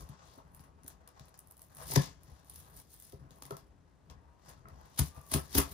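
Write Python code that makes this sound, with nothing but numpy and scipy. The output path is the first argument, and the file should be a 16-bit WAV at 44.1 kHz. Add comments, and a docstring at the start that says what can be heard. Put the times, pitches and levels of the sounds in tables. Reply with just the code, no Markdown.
"""A desk in a quiet room: hands work at the tear strip of a corrugated cardboard box.
Fibres part in dry snaps and bursts of crackle, made of enveloped noise; scrape and rubbing lie below.
Jerks of the strip thump the hollow box through ringing modes; handling keeps it rumbling.
Late on come a faint creak of the board and a throbbing whine, both near sines.
Two close microphone ports hear the box from the side, with small-room echoes and air noise."""
import sys
import numpy as np
from scipy import signal
from scipy.fft import rfft, irfft, next_fast_len
from scipy.io import wavfile

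SR = 44100
rng = np.random.default_rng(int(sys.argv[2]) if len(sys.argv) > 2 else 0)


def generate_wav(sig):
    """Save sig (samples, or channels by samples) to the path in sys.argv[1] as 16-bit PCM at SR."""
    pcm = np.round(np.clip(np.atleast_2d(sig).T, -1, 1) * 32767).astype(np.int16)
    wavfile.write(sys.argv[1], SR, pcm)


N = 252693
HZ = np.maximum(np.fft.rfftfreq(next_fast_len(N + SR // 2, real=True), 1 / SR), 1)
SIZE = 2 * (len(HZ) - 1)   # padded FFT length, samples


def from_db(db):
    """Decibels to amplitude gain."""
    return 10 ** (np.asarray(db) / 20)


def rms_one(x):
    """Scale to rms 1."""
    return x / np.sqrt(np.mean(x ** 2) + 1e-20)


def in_time(rows):
    """Curve columns after t/s, interpolated to one value per sample."""
    s, *columns = np.transpose(rows)
    return [np.interp(np.arange(N) / SR, s, column) for column in columns]


def at_hz(points):
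    """Spectrum table read at every bin, linear over log frequency."""
    hz, value = np.transpose(points)
    return np.interp(np.log(HZ), np.log(np.maximum(hz, 1)), value)


def colour(x, spectrum):
    """Minimum-phase filter: white noise gets this spectrum at rms 1, with no sound ahead of its input."""
    cepstrum = irfft(np.log(rms_one(from_db(at_hz(spectrum)))), SIZE)
    cepstrum[1:SIZE // 2] *= 2   # fold onto causal half
    cepstrum[SIZE // 2:] = 0
    response = np.exp(rfft(cepstrum))
    return irfft(rfft(x, SIZE) * response, SIZE)[..., :N]


def drift(corner_hz):
    """Slow random curve, rms 1: noise through a two-pole lowpass."""
    r = np.exp(-2 * np.pi * corner_hz / SR)
    noise = rng.standard_normal(N + SR)
    settled = signal.lfilter([1], [1, -2 * r, r * r], noise)[SR:]
    return rms_one(settled)


def ring(force, hz, t60_s):
    """Two-pole resonator: a unit click starts a decaying sine of height 1."""
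    r = from_db(-60 / (t60_s * SR))
    w = 2 * np.pi * hz / SR
    return signal.lfilter([0, np.sin(w)], [1, -2 * r * np.cos(w), r * r], force + 1e-18)


# air noise spectrum: (f/Hz, level/dB per Hz, relative)
AIR_SPECTRUM = [(22, -45), (36, -22), (55, 6), (87, 3), (1000, -17), (2630, -28.5), (10400, -37),
                (15000, -52)]
# left-right correlation: (f/Hz, likeness/1)
AIR_LIKENESS = [(60, 0.9), (240, 0.055), (950, 1), (15000, 0.078)]
AIR_MEAN_DB = -66.5   # ports sit 1.5 dB either side


def room_tone():
    """Steady air noise; mid and side mixed for a port likeness that varies with frequency."""
    mid, side = rfft(rng.standard_normal((2, SIZE)))
    alike = np.clip(at_hz(AIR_LIKENESS), -1, 1)
    pair = np.sqrt(1 + alike) * mid + np.sqrt(1 - alike) * side * [[1], [-1]]
    noise = irfft(pair * from_db(at_hz(AIR_SPECTRUM)), SIZE)[:, :N]
    return from_db(AIR_MEAN_DB + np.array([[1.5], [-1.5]])) * rms_one(noise)


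# hands resting and shifting, before mix offsets: (t/s, rubbing level/dB, box rumble level/dB)
HANDS = [(0, -64.5, -39.5), (.18, -64.5, -78), (.42, -67.5, -59), (.58, -68.5, -57), (.9, -71, -58),
         (1.2, -66, -68), (1.68, -80, -67), (1.79, -71, -58.5), (2.16, -72, -57.5), (2.45, -70.5, -65),
         (2.77, -66, -58), (3.05, -88, -81), (3.2, -71.5, -52.5), (3.57, -66, -61.5), (3.68, -74, -56.5),
         (4.0, -75.5, -65.5), (4.12, -67, -53), (4.38, -71.5, -64.5), (4.48, -63.5, -59.5),
         (4.6, -71.5, -57), (4.69, -62, -49), (4.92, -69.5, -66), (5.1, -74, -63.5), (5.4, -105, -63),
         (5.73, -66, -49.5)]
# tugs at the strip, before mix offsets: (start of full pull t/s, hold/s, scrape level/dB,
# crackle re scrape/dB, rubbing re scrape/dB)
TUGS = [(0, 0.0022, -60.5, -1.5, -0.5), (0.142, 0.16, -70.5, -47, -11), (0.277, 0.11, -74.5, -2.5, -2),
        (0.553, 0.058, -85, 11, 10), (0.886, 0.036, -78.5, -1, -6), (1.162, 0.09, -73.5, -17, -3),
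        (1.456, 0.23, -86, 4.5, 4), (1.798, 0.034, -65, 2.5, 11), (1.909, 0.029, -48, 4.5, -12),
        (1.984, 0.072, -51.5, -13, -8), (2.266, 0.13, -73, -6, 2.5), (2.514, 0.1, -67, 2.5, -26),
        (2.763, 0.03, -68, 6.5, -12), (2.929, 0.012, -67, 7.5, -6), (3.05, 0.036, -67.5, 5, -6.5),
        (3.366, 0.24, -77.5, 0, -9.5), (4.106, 0.012, -84.5, -7, 7), (4.48, 0.021, -63, -9.5, -3),
        (4.759, 0.13, -73, -9, 5), (5.012, 0.025, -53, -0.5, -16), (5.165, 0.021, -70.5, 2.5, 13),
        (5.348, 0.014, -51, 4, 0.5), (5.572, 0.021, -41, 0.5, -1), (5.721, .05, -64.5, 6, -10)]
RISE_DB_PER_S, FALL_DB_PER_S = 258.5, 218.5   # scrape and rubbing
CRACKLE_STEEPER = 1.18   # factor on both rates
SLACK_SCRAPE_DB, SLACK_CRACKLE_DB = -86.5, -99   # floor between tugs, before mix offsets
TUG_RUMBLE_DB, RUMBLE_EXPONENT = -51.5, 1   # rumble at -50 dB scrape; growth with scrape


def pull():
    """Control levels in dB: each tug rises, holds and dies, adding to hand rubbing and box strain."""
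    t = np.arange(N) / SR
    rub_db, rumble_db = in_time(HANDS)
    scrape = from_db(SLACK_SCRAPE_DB)
    crackle = from_db(SLACK_CRACKLE_DB)
    rub = from_db(rub_db)
    for s, hold_s, level_db, crackle_db, tug_rub_db in TUGS:
        rise_db = RISE_DB_PER_S * np.maximum(s - t, 0)
        fall_db = FALL_DB_PER_S * np.maximum(t - s - hold_s, 0)
        fade_db = rise_db + fall_db
        tug = from_db(level_db - fade_db)
        scrape = scrape + tug
        crackle = crackle + from_db(level_db + crackle_db - CRACKLE_STEEPER * fade_db)
        rub = rub + from_db(tug_rub_db) * tug
    strain = from_db(TUG_RUMBLE_DB) * (scrape / from_db(-50)) ** RUMBLE_EXPONENT
    return 20 * np.log10([crackle, scrape, rub, from_db(rumble_db), strain])


def grains(per_s, spread_db, clump_db, grain_ms):
    """Random fibre breaks in clumps: uneven envelope of short decays, rms 1."""
    born = rng.random(N) < per_s * from_db(clump_db * drift(25)) / SR
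    sizes = from_db(spread_db * np.minimum(rng.exponential(1, N), 4))
    decay = np.exp(-1000 / (grain_ms * SR))
    return rms_one(signal.lfilter([1], [1, -decay], born * sizes))


def through_flaps(x, plain):
    """Rubbing excites the upper box modes, each with unit peak gain, beside the plain sound."""
    out = plain * x
    for hz, _, t60_s in BOX_MODES[3] + BOX_MODES[4] + BOX_MODES[5]:
        out = out + ring(x, hz, t60_s) * 2 * np.log(1000) / (t60_s * SR)
    return out


PATCH_RMS_DB, PATCH_HZ = 1.5, 11


def patchy(x):
    """Third-octave bands swell and sink independently as different fibres give."""
    spectrum = rfft(x, SIZE)
    place = 3 * np.log2(np.clip(HZ, 400, 16000) / 400)
    out = 0
    for band in range(17):
        share = np.clip(1 - np.abs(place - band), 0, 1)   # overlapping triangles
        out = out + irfft(spectrum * share, SIZE)[..., :N] * from_db(PATCH_RMS_DB * drift(PATCH_HZ))
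    return out


# single fibre snaps, before mix offsets: (t/s, peak level/dB, dull part re peak/dB)
SNAPS = [(0.0896, -44.5, -5), (0.547, -40, -20), (0.5944, -48, -1.5), (0.638, -47.5, -13),
         (0.8333, -42.5, -21), (0.863, -40, -16), (0.8779, -29.5, -22.5), (0.902, -51, 2.5),
         (1.075, -38, -15), (1.195, -42.5, -6.5), (1.256, -43.5, -25), (1.283, -44, -16),
         (1.3418, -45.5, -3.5), (1.3756, -43, -32), (1.3896, -35, -26.5), (1.4721, -41.5, -49),
         (1.5093, -37, -27), (1.568, -40.5, -24), (1.593, -41, -18), (1.617, -36, -22), (1.639, -44, -19),
         (1.748, -39, -36), (1.768, -36, -22), (1.9167, -33, -9), (1.957, -21.5, -2), (2.035, -47, 2),
         (2.057, -41, -19), (2.233, -40.5, -21), (2.446, -44, -30), (2.496, -32.5, -27.5),
         (2.558, -35.5, -19), (2.699, -44, -21), (2.772, -37, -17.5), (2.799, -39, -19), (2.999, -37, -32),
         (3.022, -37.5, -24), (3.122, -40.5, -14), (3.3071, -44, -4), (3.4213, -35, -8.5),
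         (3.4528, -40, -9), (3.5068, -37, -6), (3.5667, -38, -10), (4.0993, -44.5, 0),
         (4.491, -38.5, -34.5), (4.6846, -42, -10.5), (4.9778, -42, -26), (4.9875, -27, -15.5),
         (4.9885, -15, -14), (5.3138, -24, -15.5), (5.3356, -16.5, -10.5), (5.36, -42, -1),
         (5.376, -38, -3), (5.392, -35, -14), (5.548, -16, -16), (5.576, -17, -12.5), (5.58, -15.5, -15.5)]
SNAP_MS, SNAP_MS_PER_DB = 1.31, 0.17   # time scale at -40 dB; growth with peak level
FOLLOW_MS, FOLLOW_LOSS_DB = 7, 14   # least delay and loss of follower; at most twice each


def snap_shapes():
    """Bright and dull envelopes: swell, fall, weak tail; a neighbour fibre ticks after each."""
    before, after = 600, 2400   # samples around the peak region
    span = before + after
    out = np.zeros((2, N + span))
    t_ms = np.arange(-before, after) / SR * 1000
    for (s, peak_db, dull_db), (late, weak) in zip(SNAPS, rng.random((len(SNAPS), 2))):
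        length_ms = SNAP_MS + SNAP_MS_PER_DB * (peak_db + 40)
        u = t_ms / max(length_ms, .3) - .7
        lead = 0.12 * np.clip((peak_db + 30.5) / 25, 0, 1)   # only loud snaps have a faint lead-in of noise
        lead_in = lead * np.exp(np.minimum(u, 0) / 5.5)
        tail = np.where(u > 0, 0.067 * np.exp(-t_ms / 19.4), lead_in)
        shape = np.exp(-np.where(u > 0, u, -2.2 * u) ** 1.32) + tail
        i = round(s * SR) - before
        gains = from_db([[peak_db - 12.0], [peak_db + dull_db - 7.0]])
        out[:, i:i + span] += gains * [shape, shape + 1.5 * tail]   # dull part rustles on
        follow = np.exp(-np.abs(t_ms - FOLLOW_MS * (1 + late)) / SNAP_MS)
        out[0, i:i + span] += from_db(min(peak_db, -35) - FOLLOW_LOSS_DB * (1 + weak)) * follow
    return out[:, :N]


# crackle spectrum: (f/Hz, level/dB per Hz, relative)
CRACKLE_SPECTRUM = [(3820, -33), (6500, -16), (8160, -7.5), (10700, 2), (11600, 0), (12150, -10.5),
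                    (12800, 0.5), (14300, -3.5), (15100, -7.5), (16300, -17)]
# scrape spectrum: (f/Hz, level/dB per Hz, relative)
SCRAPE_SPECTRUM = [(1180, -44), (1700, -8.5), (2600, -13.5), (3400, -8.5), (5850, -8), (8000, -12),
                   (10400, -32), (17600, -120)]
# skin and board rubbing spectrum: (f/Hz, level/dB per Hz, relative)
RUB_SPECTRUM = [(300, -26), (500, -3.5), (1000, 0), (2000, -8.5), (2800, -12), (4000, -41)]


def tearing(crackle_db, scrape_db, rub_db):
    """Noise gated by shared fibre breaks plus snaps; row 0 is the strip, row 1 from all over the lid."""
    breaks = grains(per_s=460, spread_db=-3.0, clump_db=3.5, grain_ms=2.3)
    white = rng.standard_normal((3, 2, N))
    ticks = grains(per_s=70, spread_db=3.0, clump_db=2.0, grain_ms=1.3)
    bright_snaps, dull_snaps = snap_shapes()
    # constant terms smooth the grain
    bright = from_db(crackle_db + 4.0) * (0.5 * breaks + 0.24 + 0.44 * ticks) + bright_snaps
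    dull = from_db(scrape_db - 6.0) * (0.5 * breaks + 0.79) + dull_snaps
    soft = from_db(rub_db - 4.5) * (0.5 * breaks + 0.25) + from_db(-5.0) * dull_snaps
    crackle = colour(bright * white[0] * [[1], [.3]], CRACKLE_SPECTRUM)
    scrape = colour(dull * white[1] * [[1], [.6]], SCRAPE_SPECTRUM)
    rub = colour(soft * white[2] * [[1], [.55]], RUB_SPECTRUM)
    return patchy(crackle + scrape + through_flaps(rub, plain=1.0))


# jerks of the box, before mode levels: (t/s, panel push level/dB, spot/1, air cavity push level/dB)
# spot 1-5: lid panel, long sides, short sides, flaps, flap edges
JERKS = [(0.093, -44.5, 0.81, -60), (0.376, -52.5, 2.04, -68), (0.385, -53.5, 4.2, -69),
         (0.599, -54.5, 1.42, -64), (0.845, -55, 2, -83), (1.205, -51, 0.83, -81), (1.961, -27, 3.02, -43),
         (1.962, -49, 5.2, -70), (1.9, -48, 3.7, -70), (1.92, -41, 3.7, -65), (1.936, -43, 1.2, -72),
         (1.965, -21.5, 0.6, -48), (1.972, -21.5, 1.26, -44), (2.279, -55, 0.83, -88),
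         (2.311, -71, 0.76, -53.5), (3.127, -55, 4.2, -62.5), (3.131, -46.5, 2.8, -55.5),
         (3.14, -50.5, 0.9, -61), (3.215, -53.5, 1.1, -83), (3.246, -51.5, 1.5, -82),
         (3.309, -54.5, 1.1, -74.5), (3.368, -62, 4, -86), (3.422, -55.5, 2, -60), (3.454, -54, 1.37, -72),
         (3.507, -37.5, 3.2, -71), (3.509, -46, 5, -80), (3.52, -45.5, 1, -81), (3.571, -60, 2.7, -70),
         (4.097, -59, 2, -61.5), (5, -27.5, 0.63, -32), (4.655, -54, 4.9, -72), (4.677, -55.5, 3.46, -76),
         (4.991, -29, 1.22, -70), (5.012, -31.5, 1.27, -49), (5.166, -54, 4.53, -52.5),
         (5.175, -49.5, 1.3, -69), (5.32, -41.5, 2.1, -45), (5.345, -25.5, 1.55, -41),
         (5.358, -27.5, 2.15, -42.5), (5.361, -35.5, 5.6, -68), (5.551, -27, 2.32, -40),
         (5.562, -34, 2, -33.5), (5.58, -24, 2.12, -34.5), (5.59, -26, 1.9, -54), (5.584, -33, 5, -66),
         (5.6, -39, 4.8, -54)]
# box modes, one list per part, cavity first, then spots 1-5: (f/Hz, level/dB, t60/s)
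BOX_MODES = [
    [(73, -0.5, 0.15), (83.7, 1, 0.1)],
    [(142.5, 2, 0.086), (168.8, -10.5, 0.15), (207.5, -13.5, 0.1)],
    [(273.8, -3, 0.056), (318, -11, 0.047)],
    [(403.2, -3.5, 0.088), (512, -9.5, 0.074)],
    [(672, 0.5, 0.044), (910, -1.5, 0.018)],
    [(1171, -12.5, 0.026), (1305, -4.5, 0.036), (1656, -8.5, 0.013), (1984, -10.5, 0.013)],
]
LOSS_DB_PER_PART = 12   # panels away from the spot answer less
FLAP_CHANCE_DB = 4   # random spread of flap and edge modes per jerk


def box(rumble_db, strain_db):
    """Jerks ring each part's modes; handling and the pull on the strip keep them rumbling."""
    jerks = np.array(JERKS)
    at = np.round(jerks[:, 0] * SR).astype(int)
    handling = rng.standard_normal(N)
    out, rumble, strain = np.zeros(N), 0, 0
    for part, modes in enumerate(BOX_MODES):
        if part:
            push_db = jerks[:, 1] - LOSS_DB_PER_PART * np.abs(part - jerks[:, 2])
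        else:
            push_db = jerks[:, 3]
        for hz, level_db, t60_s in modes:
            chance_db = FLAP_CHANCE_DB * (part >= 4) * rng.standard_normal(len(at))
            clicks = np.zeros(N)
            clicks[at] = from_db(push_db + level_db - 1.5 + chance_db)
            # push itself rings briefly: a panel takes a few cycles to swing up
            swing = ring(clicks, hz, 7.05 / hz) * 2 * np.pi * hz / SR
            out += ring(swing, hz, t60_s) * (-1) ** part   # neighbouring parts in antiphase
            hum = ring(handling, hz, t60_s) * from_db(level_db)
            rumble = rumble + hum * from_db(-4.0 * abs(part - .6))   # cavity and lid answer the hands
            strain = strain + hum * from_db(-4.0 * abs(part - 1.4))   # lid and sides answer the strip
    out += from_db(rumble_db - 4.0) * rms_one(rumble)
    out += from_db(strain_db) * rms_one(strain)
    return signal.sosfilt(signal.butter(4, 45, "high", fs=SR, output="sos"), out)


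THROB_HZ = 30.6


def near_sine(rows, throb_depth):
    """Sine with wavering pitch and faded ends; any throb sets in after an even start."""
    hz, level_db = in_time(rows)
    t = np.arange(N) / SR - rows[0][0]
    length_s = rows[-1][0] - rows[0][0]
    gate = np.clip(np.minimum(t, length_s - t) / 0.023, 0, 1)
    onset = np.clip((t - .08) / 0.05, 0, 1)
    throb = 1 + throb_depth * onset * np.sin(2 * np.pi * THROB_HZ * t + 3.6)
    hz = hz + 14 * drift(20.5)
    return from_db(level_db) * gate * throb * np.sin(2 * np.pi * np.cumsum(hz) / SR)


# board creak, before pan: (t/s, f/Hz, level/dB)
CREAK = [(4.18, 930, -82.5), (4.28, 940, -72), (4.42, 960, -80)]


def creak():
    """Faint creak of the board: near sine without throb."""
    return near_sine(CREAK, throb_depth=0)


# throbbing whine, before throb and pan: (t/s, f/Hz, level/dB)
WHINE = [(5.09, 1205, -73), (5.165, 1190, -62.5), (5.24, 1170, -66.5), (5.34, 1150, -70)]


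def whine():
    """Faint whine: near sine under amplitude modulation."""
    return near_sine(WHINE, throb_depth=0.7)


ROOM_BASS_T60_S, WALL_CUT_HZ, ROOM_DB = 0.21, 4400, -8.5


def room():
    """Response of twelve feedback delays a side, duller on every round."""
    dull = 1 / (1 + 1j * HZ / WALL_CUT_HZ)
    out = np.zeros((2, len(HZ)), complex)
    for k, lag_s in enumerate(rng.uniform(.012, .045, 24)):
        loop = from_db(-60 * lag_s / ROOM_BASS_T60_S) * dull * np.exp(-2j * np.pi * HZ * lag_s)
        out[k % 2] += loop / (1 - loop) * (-1) ** (k // 2)
    return out / np.sqrt(1 + (550 / HZ) ** 4)   # small room returns little bass


# port level difference: (f/Hz, left minus right level/dB)
PORT_DB = [(140, 5.5), (460, 1), (900, 5), (2600, 5), (4700, 11.5), (6500, 13.5), (8400, 2), (11000, -.5)]
# port phase difference: (f/Hz, left lag/rad)
PORT_LAG = [(0, 0.5), (280, 0.53), (450, 1), (700, 1.91), (1100, 3.9), (2150, 4.48), (4500, 7.7),
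            (5900, 8.5), (8870, 11.69), (16100, 21.16)]


def ports():
    """Level and phase differences between the two ports, split evenly."""
    lag_rad = np.interp(HZ, *np.transpose(PORT_LAG))
    half = from_db(at_hz(PORT_DB) / 2) * np.exp(-.5j * lag_rad)
    return np.array([half, 1 / half])


TONE_PAN_DB = 8.5   # left minus right


def scene():
    """Box and strip in the room; the lid's spread-out part differs between the ports."""
    air = room_tone()
    crackle_db, scrape_db, rub_db, rumble_db, strain_db = pull()
    strip, lid = tearing(crackle_db, scrape_db, rub_db)
    near = rfft(strip + box(rumble_db, strain_db), SIZE)
    direct = ports() * (near + rfft(lid, SIZE) * [[1], [-1]])
    echoes = from_db(ROOM_DB) * np.abs(ports()) * room() * near
    tones = (creak() + whine()) * from_db([[TONE_PAN_DB / 2], [-TONE_PAN_DB / 2]])
    return irfft(direct + echoes, SIZE)[:, :N] + air + tones


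CUTOFF_HZ = 16500


def record(dry):
    """Steep lowpass on the top."""
    return signal.sosfilt(signal.cheby2(16, 70, CUTOFF_HZ, fs=SR, output="sos"), dry)


dry = scene()
out = record(dry)
generate_wav(out)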